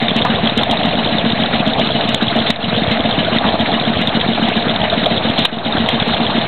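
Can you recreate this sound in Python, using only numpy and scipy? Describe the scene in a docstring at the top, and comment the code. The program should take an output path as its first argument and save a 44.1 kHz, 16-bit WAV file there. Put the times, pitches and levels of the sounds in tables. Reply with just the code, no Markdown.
"""Old stationary engines run on a grass field, heard through a small camera's narrow-band microphone.
From the start, a near one-cylinder engine chuffs and clatters about seven times a second, a faster
two-stroke putters, and a third engine thumps and ticks over the din of the field. A far engine barks
at 0.25 s. Spits follow near 2.5 s, a bark at 3.4 s, more spits near 5.4 s and a last bark at 6.3 s.
Loud bursts make the camera turn its volume down for a moment."""
import sys
import numpy as np
from scipy import signal
from scipy.io import wavfile

SR = 44100
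rng = np.random.default_rng(int(sys.argv[2]) if len(sys.argv) > 2 else 0)


def generate_wav(signal):
    """Clip the signal to [-1, 1] and save it as 16-bit WAV at the path in sys.argv[1]."""
    frames = np.transpose(np.atleast_2d(signal))
    scaled = np.clip(frames, -1, 1) * 32767
    pcm = np.round(scaled).astype(np.int16)
    wavfile.write(sys.argv[1], SR, pcm)


N = 285327


def near_engine(turn_s=.137575, rush_delay_s=.011, rush_rise_s=.01, rush_decay_s=.022):
    """Every steady turn brings a chuff, a rush of gas that rings the silencer shell, and knocks."""
    # exhaust puffs in one turn: delay_s, peak_db, low_hz, high_hz
    puffs = [(0.0164, -8, 125.8, 291.7), (0.0383, -22, 92.8, 259)]
    # tone of the rushing gas: pitch_hz, level_db
    rush_tone = [(300, -26.5), (700, -1), (1200, -10), (1900, -2.5), (2600, 14), (3600, -2.5), (4500, -11)]
    # ringing of the silencer shell: pitch_hz, width_hz, level_db
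    shell_rings = [(1670, 40, -3), (1934, 70, -4), (2132, 60, -5), (2918, 40, 4), (3130, 60, -1),
                   (3636, 110, -1), (3900, 200, -3)]
    # parts that hit in one turn: delay_s, knock_db, clink_db, decay_s
    contacts = [(.0052, -24, -16, .003), (.0085, -13, -22, .004), (.0195, -16, -19, .005),
                (.0350, -17, -23, .005), (.0535, -20, -26, .006), (.0610, -21, -21, .002),
                (.0768, -19, -7.5, .0017), (.0810, -23, -18, .004), (.1010, -16, -28, .003),
                (.1045, -12, -25, .003)]
    # dull ringing of the cast iron: pitch_hz, width_hz, level_db
    casting = [(437.6, 31, -1), (626.5, 26, 4), (693.8, 22, 7.5), (757, 120, -7), (840, 210, -18.5),
               (1170, 160, -14)]
    # bright ringing of the valve parts: pitch_hz, width_hz, level_db
    valves = [(1280, 410, -11), (1930, 860, -5.5), (2300, 160, -17.5), (2950, 110, -4.5), (3210, 250, -4),
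              (3600, 160, 9), (3864, 510, 0)]
    cycles = np.arange(.004, N / SR, turn_s)
    chuff = exhaust(cycles, puffs, pipe_hz=227.3, pipe_width_hz=13.5, pipe_db=16, uneven_db=1.47)
    bursts = [(s + rush_delay_s, rng.standard_normal(), rush_rise_s, rush_decay_s) for s in cycles]
    flow = gas_bursts(bursts)
    rush = from_db(-25) * flow * banded_noise(rush_tone, flicker_db=0)
    shell = from_db(-19) * body(flow * rng.standard_normal(N), shell_rings)
    knocks = clatter(cycles, contacts, casting, valves, dull_db=1, bright_db=.6, alike=.37, uneven_db=1.1)
    return chuff + rush + shell + knocks


def two_stroke_firings(turn_s=.045085):
    """The two-stroke fires every second turn; now and then it fires twice running, shifting its beat."""
    # double firings: time_s
    double_fires = [.24, 2.72, 4.39]
    turns = np.arange(.0138, N / SR, turn_s)
    doubles = [np.argmin(np.abs(turns - s)) for s in double_fires]
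    return np.concatenate([stretch[::2] for stretch in np.split(turns, doubles)])


def two_stroke_engine(rush_db=-22, rush_decay_s=.0094):
    """A lightly loaded engine makes short dry pops, each with a little rush of gas."""
    # exhaust puff of one firing: delay_s, peak_db, low_hz, high_hz
    puffs = [(.0083, -10.5, 117.3, 339)]
    cycles = two_stroke_firings()
    delay_s = puffs[0][0]
    flow = gas_bursts([(s + delay_s, rush_db, .001, rush_decay_s) for s in cycles])
    pops = exhaust(cycles, puffs, pipe_hz=207, pipe_width_hz=97, pipe_db=9, uneven_db=2.2)
    return pops + body(flow * rng.standard_normal(N), [(746, 550, 0)])


def third_engine(cycle_s=.120744):
    """A very steady engine: its exhaust thumps deeply and its loose parts give a sharp double tick."""
    # exhaust puff of one cycle: delay_s, peak_db, low_hz, high_hz
    puffs = [(.0280, -16.5, 60, 206)]
    # parts that hit in one cycle: delay_s, knock_db, clink_db, decay_s
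    contacts = [(.0162, -10, -28, .002), (.0205, -24, -6.5, .002), (.0310, -14, -28, .002),
                (.0340, -28, -9, .0035), (.0525, -20, -32, .003), (.0578, -30, -22, .002)]
    # dull ringing of the engine case: pitch_hz, width_hz, level_db
    case = [(430, 390, 2.5), (698, 96, 6.5), (866, 99, -11.5)]
    # bright ringing of the tappet, which pushes a valve: pitch_hz, width_hz, level_db
    tappet = [(3178, 283, 1.5), (3537, 323, 2), (3840, 390, -6.5)]
    cycles = np.arange(-.04884, N / SR, cycle_s)
    thump = exhaust(cycles, puffs, pipe_hz=105, pipe_width_hz=21, pipe_db=-5.5, uneven_db=2.5)
    ticks = clatter(cycles, contacts, case, tappet, dull_db=.5, bright_db=-2, alike=.59, uneven_db=.65)
    return thump + ticks


def hard_clacks(clink_boost_db=2.5):
    """Now and then a part lands harder: one very short blow into the iron."""
    # hard blows: start_s, knock_db, clink_db
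    clacks = [(0.4715, -18, -7), (0.6097, 0, -18), (0.71, -13, -15.5), (1.2473, -5, -29), (1.888, -5, -18),
              (2.1444, -30, -10), (4.375, -3, -30), (5.0592, -5, -9), (5.8857, -3, -8)]
    # dull ringing of the iron: pitch_hz, width_hz, level_db
    dull_rings = [(480, 450, -4), (684, 510, 3.5), (970, 810, -2)]
    # bright ringing of the iron: pitch_hz, width_hz, level_db
    bright_rings = [(1990, 400, -11), (3270, 360, -1.5), (3640, 390, -6), (3726, 320, -1)]
    blow = swell(rise_s=.0004, decay_s=.0047)
    force = np.zeros((2, N))
    for start_s, knock_db, clink_db in clacks:
        add(force[0], start_s, from_db(knock_db) * blow)
        add(force[1], start_s, from_db(clink_db + clink_boost_db) * blow)
    knocks, clinks = force * rng.standard_normal((2, N))
    return body(knocks, dull_rings) + body(clinks, bright_rings)


def far_shots():
    """Engines further off let out single bursts of gas: a pipe barks, a vent spits."""
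    # barks: start_s, level_db, rise_s, decay_s
    barks = [(.2470, -9.5, .002, .018), (3.4375, -8.5, .002, .022), (6.2950, -11, .002, .008)]
    # ringing of the pipe: pitch_hz, width_hz, level_db
    pipe = [(720, 150, -4), (950, 190, 0), (1200, 220, -6), (1800, 250, -8)]
    # spits: start_s, level_db, rise_s, decay_s
    spits = [(2.458, -7.5, 0.0076, 0.021), (2.5005, 2, 0.0038, 0.0061), (5.370, -7.5, 0.012, 0.047),
             (5.4480, 6, 0.0067, 0.0065)]
    # ringing of the vent: pitch_hz, width_hz, level_db
    vent = [(700, 180, -4.5), (2500, 3270, -7.5), (3640, 810, 1)]
    barking = body(gas_bursts(barks) * rng.standard_normal(N), pipe)
    spitting = body(gas_bursts(spits) * rng.standard_normal(N), vent)
    return barking + spitting


def field_din():
    """The rest of the field blurs into a flickering noise."""
    # tone of the din: pitch_hz, level_db
    din_tone = [(22, -7.5), (40, -11.5), (65, -14), (100, -1.5), (150, -1.5), (220, 3), (330, -6),
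                (480, -6.5), (660, 2.5), (900, -9), (1400, -8.5), (2400, -12.5), (3700, -7), (4500, -13)]
    return from_db(-18.5) * banded_noise(din_tone, flicker_db=3.5)


def exhaust(cycles, puffs, pipe_hz, pipe_width_hz, pipe_db, uneven_db):
    """Each opening of the exhaust lets out a puff; the silencer rounds it and the pipe rings on."""
    out = np.zeros(N)
    strengths = from_db(uneven_db * rng.standard_normal(len(cycles)))
    for delay_s, peak_db, low_hz, high_hz in puffs:
        silencer = signal.butter(3, [low_hz, high_hz], "band", fs=SR, output="sos")
        pulse = signal.sosfilt(silencer, signal.unit_impulse(SR // 6))
        pulse = pulse + from_db(pipe_db) * resonate(pulse, pipe_hz, pipe_width_hz)
        for start_s, strength in zip(cycles, strengths):
            add(out, start_s + delay_s, strength * from_db(peak_db) * pulse / np.abs(pulse).max())
    return out


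def clatter(cycles, contacts, dull_rings, bright_rings, dull_db, bright_db, alike, uneven_db):
    """Loose parts hit at set points in each cycle; alike (0 to 1) is the share of chatter that repeats."""
    knocks, clinks = np.zeros((2, N))
    for delay_s, knock_db, clink_db, decay_s in contacts:
        envelope = swell(.0006, decay_s)
        chatter = rng.standard_normal((len(cycles) + 1, SR // 10))[:, :len(envelope)]
        repeated = chatter[0] * np.sqrt(np.sum(envelope ** 2) / np.sum((chatter[0] * envelope) ** 2))
        changes_db = uneven_db * rng.standard_normal((len(cycles), 2))
        for start_s, fresh, (harder_db, sharper_db) in zip(cycles, chatter[1:], changes_db):
            touch = envelope * (np.sqrt(alike) * repeated + np.sqrt(1 - alike) * fresh)
            add(knocks, start_s + delay_s, from_db(knock_db + harder_db) * touch)
            add(clinks, start_s + delay_s, from_db(clink_db + sharper_db) * touch)
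    return from_db(dull_db) * body(knocks, dull_rings) + from_db(bright_db) * body(clinks, bright_rings)


def gas_bursts(bursts):
    """The flow of gas over time: each burst swells and dies away."""
    flow = np.zeros(N)
    for start_s, level_db, rise_s, decay_s in bursts:
        add(flow, start_s, from_db(level_db) * swell(rise_s, decay_s))
    return flow


def banded_noise(tone, flicker_db):
    """Noise in bands half an octave wide, each of which can flicker by itself."""
    pitch_hz, level_db = np.transpose(tone)
    white = rng.standard_normal((2, N))
    edges_hz = 19 * 2 ** (np.arange(17) / 2)
    out = np.zeros(N)
    for k, (low, high) in enumerate(zip(edges_hz, edges_hz[1:])):
        band = signal.sosfilt(signal.butter(2, [low, high], "band", fs=SR, output="sos"), white[k % 2])
        band_db = np.interp(np.log(low * high) / 2, np.log(pitch_hz), level_db)
        out += band * from_db(band_db + flicker_db * drift(rate_hz=28))
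    return rms_one(out)


def body(x, rings):
    """An object ringing at several pitches, scaled so that white noise keeps about its level."""
    power = sum(from_db(db) ** 2 * np.pi * width / SR for _, width, db in rings)
    parts = [(-1) ** k * from_db(db) * resonate(x, hz, width) for k, (hz, width, db) in enumerate(rings)]
    return sum(parts) / np.sqrt(power)


def resonate(x, pitch_hz, width_hz):
    """Ring at one pitch; a smaller width rings for longer."""
    r = np.exp(-np.pi * width_hz / SR)
    feedback = [1, -2 * r * np.cos(2 * np.pi * pitch_hz / SR), r * r]
    return signal.lfilter(np.array([1, 0, -1]) * (1 - r * r) / 2, feedback, x + 1e-18)


def swell(rise_s, decay_s):
    """A loudness curve that climbs to 1 and dies away."""
    t = np.arange(int((rise_s + 6 * decay_s) * SR)) / SR
    return np.minimum(t / rise_s, 1) * np.exp(-np.maximum(t - rise_s, 0) / decay_s)


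def drift(rate_hz, step=40):
    """Smooth random wandering with a typical size of 1."""
    r = np.exp(-2 * np.pi * step * rate_hz / SR)
    slow = signal.lfilter([1], [1, -2 * r, r * r], rng.standard_normal(N // step + 2002))[2000:]
    return np.interp(np.arange(N) / step, np.arange(len(slow)), rms_one(slow))


def add(track, start_s, sound):
    """Mix a short sound into a track."""
    at = int(round(start_s * SR))
    first, last = max(at, 0), min(at + len(sound), N)
    if last > first:
        track[first:last] += sound[first - at:last - at]


def from_db(db):
    """Turn decibels into a multiplier."""
    return 10 ** (np.asarray(db) / 20)


def rms_one(x):
    """Scale a signal to an average (rms) level of 1."""
    return x / np.sqrt(np.mean(x ** 2) + 1e-20)


def gain_control(x, threshold_db=-9, sense_s=.0033, release_db_per_s=42, cut_per_db=1.57):
    """Loud bursts pull the volume down at once; it creeps back afterwards."""
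    r = np.exp(-1 / (sense_s * SR))
    level_db = 10 * np.log10(signal.lfilter([1 - r], [1, -r], x ** 2) + 1e-12)
    excess_db = np.maximum(level_db - threshold_db, 0)
    recovery_db = release_db_per_s * np.arange(N) / SR
    cut_db = np.maximum.accumulate(cut_per_db * excess_db + recovery_db, axis=-1) - recovery_db
    return x * from_db(-cut_db)


def scene():
    """Three engines and hard clacks in front of far shots and the din, in one channel."""
    background = far_shots() + field_din()
    return (near_engine() + two_stroke_engine() + third_engine() + hard_clacks() + background)[None]


def record(dry, mic_top_hz=4130, cutoff_hz=15800):
    """The camera loses the high treble, turns loud bursts down and rounds off the peaks."""
    narrow = signal.sosfilt(signal.butter(34, mic_top_hz, fs=SR, output="sos"), dry)
    ducked = gain_control(narrow) - .027  # the wave sits slightly below zero
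    clipped = np.clip(ducked, -.64, .64)
    rounded = clipped + .12 * np.tanh((ducked - clipped) / .12)
    return signal.sosfilt(signal.ellip(10, .1, 80, cutoff_hz, fs=SR, output="sos"), rounded)


dry = scene()
out = record(dry)
generate_wav(out)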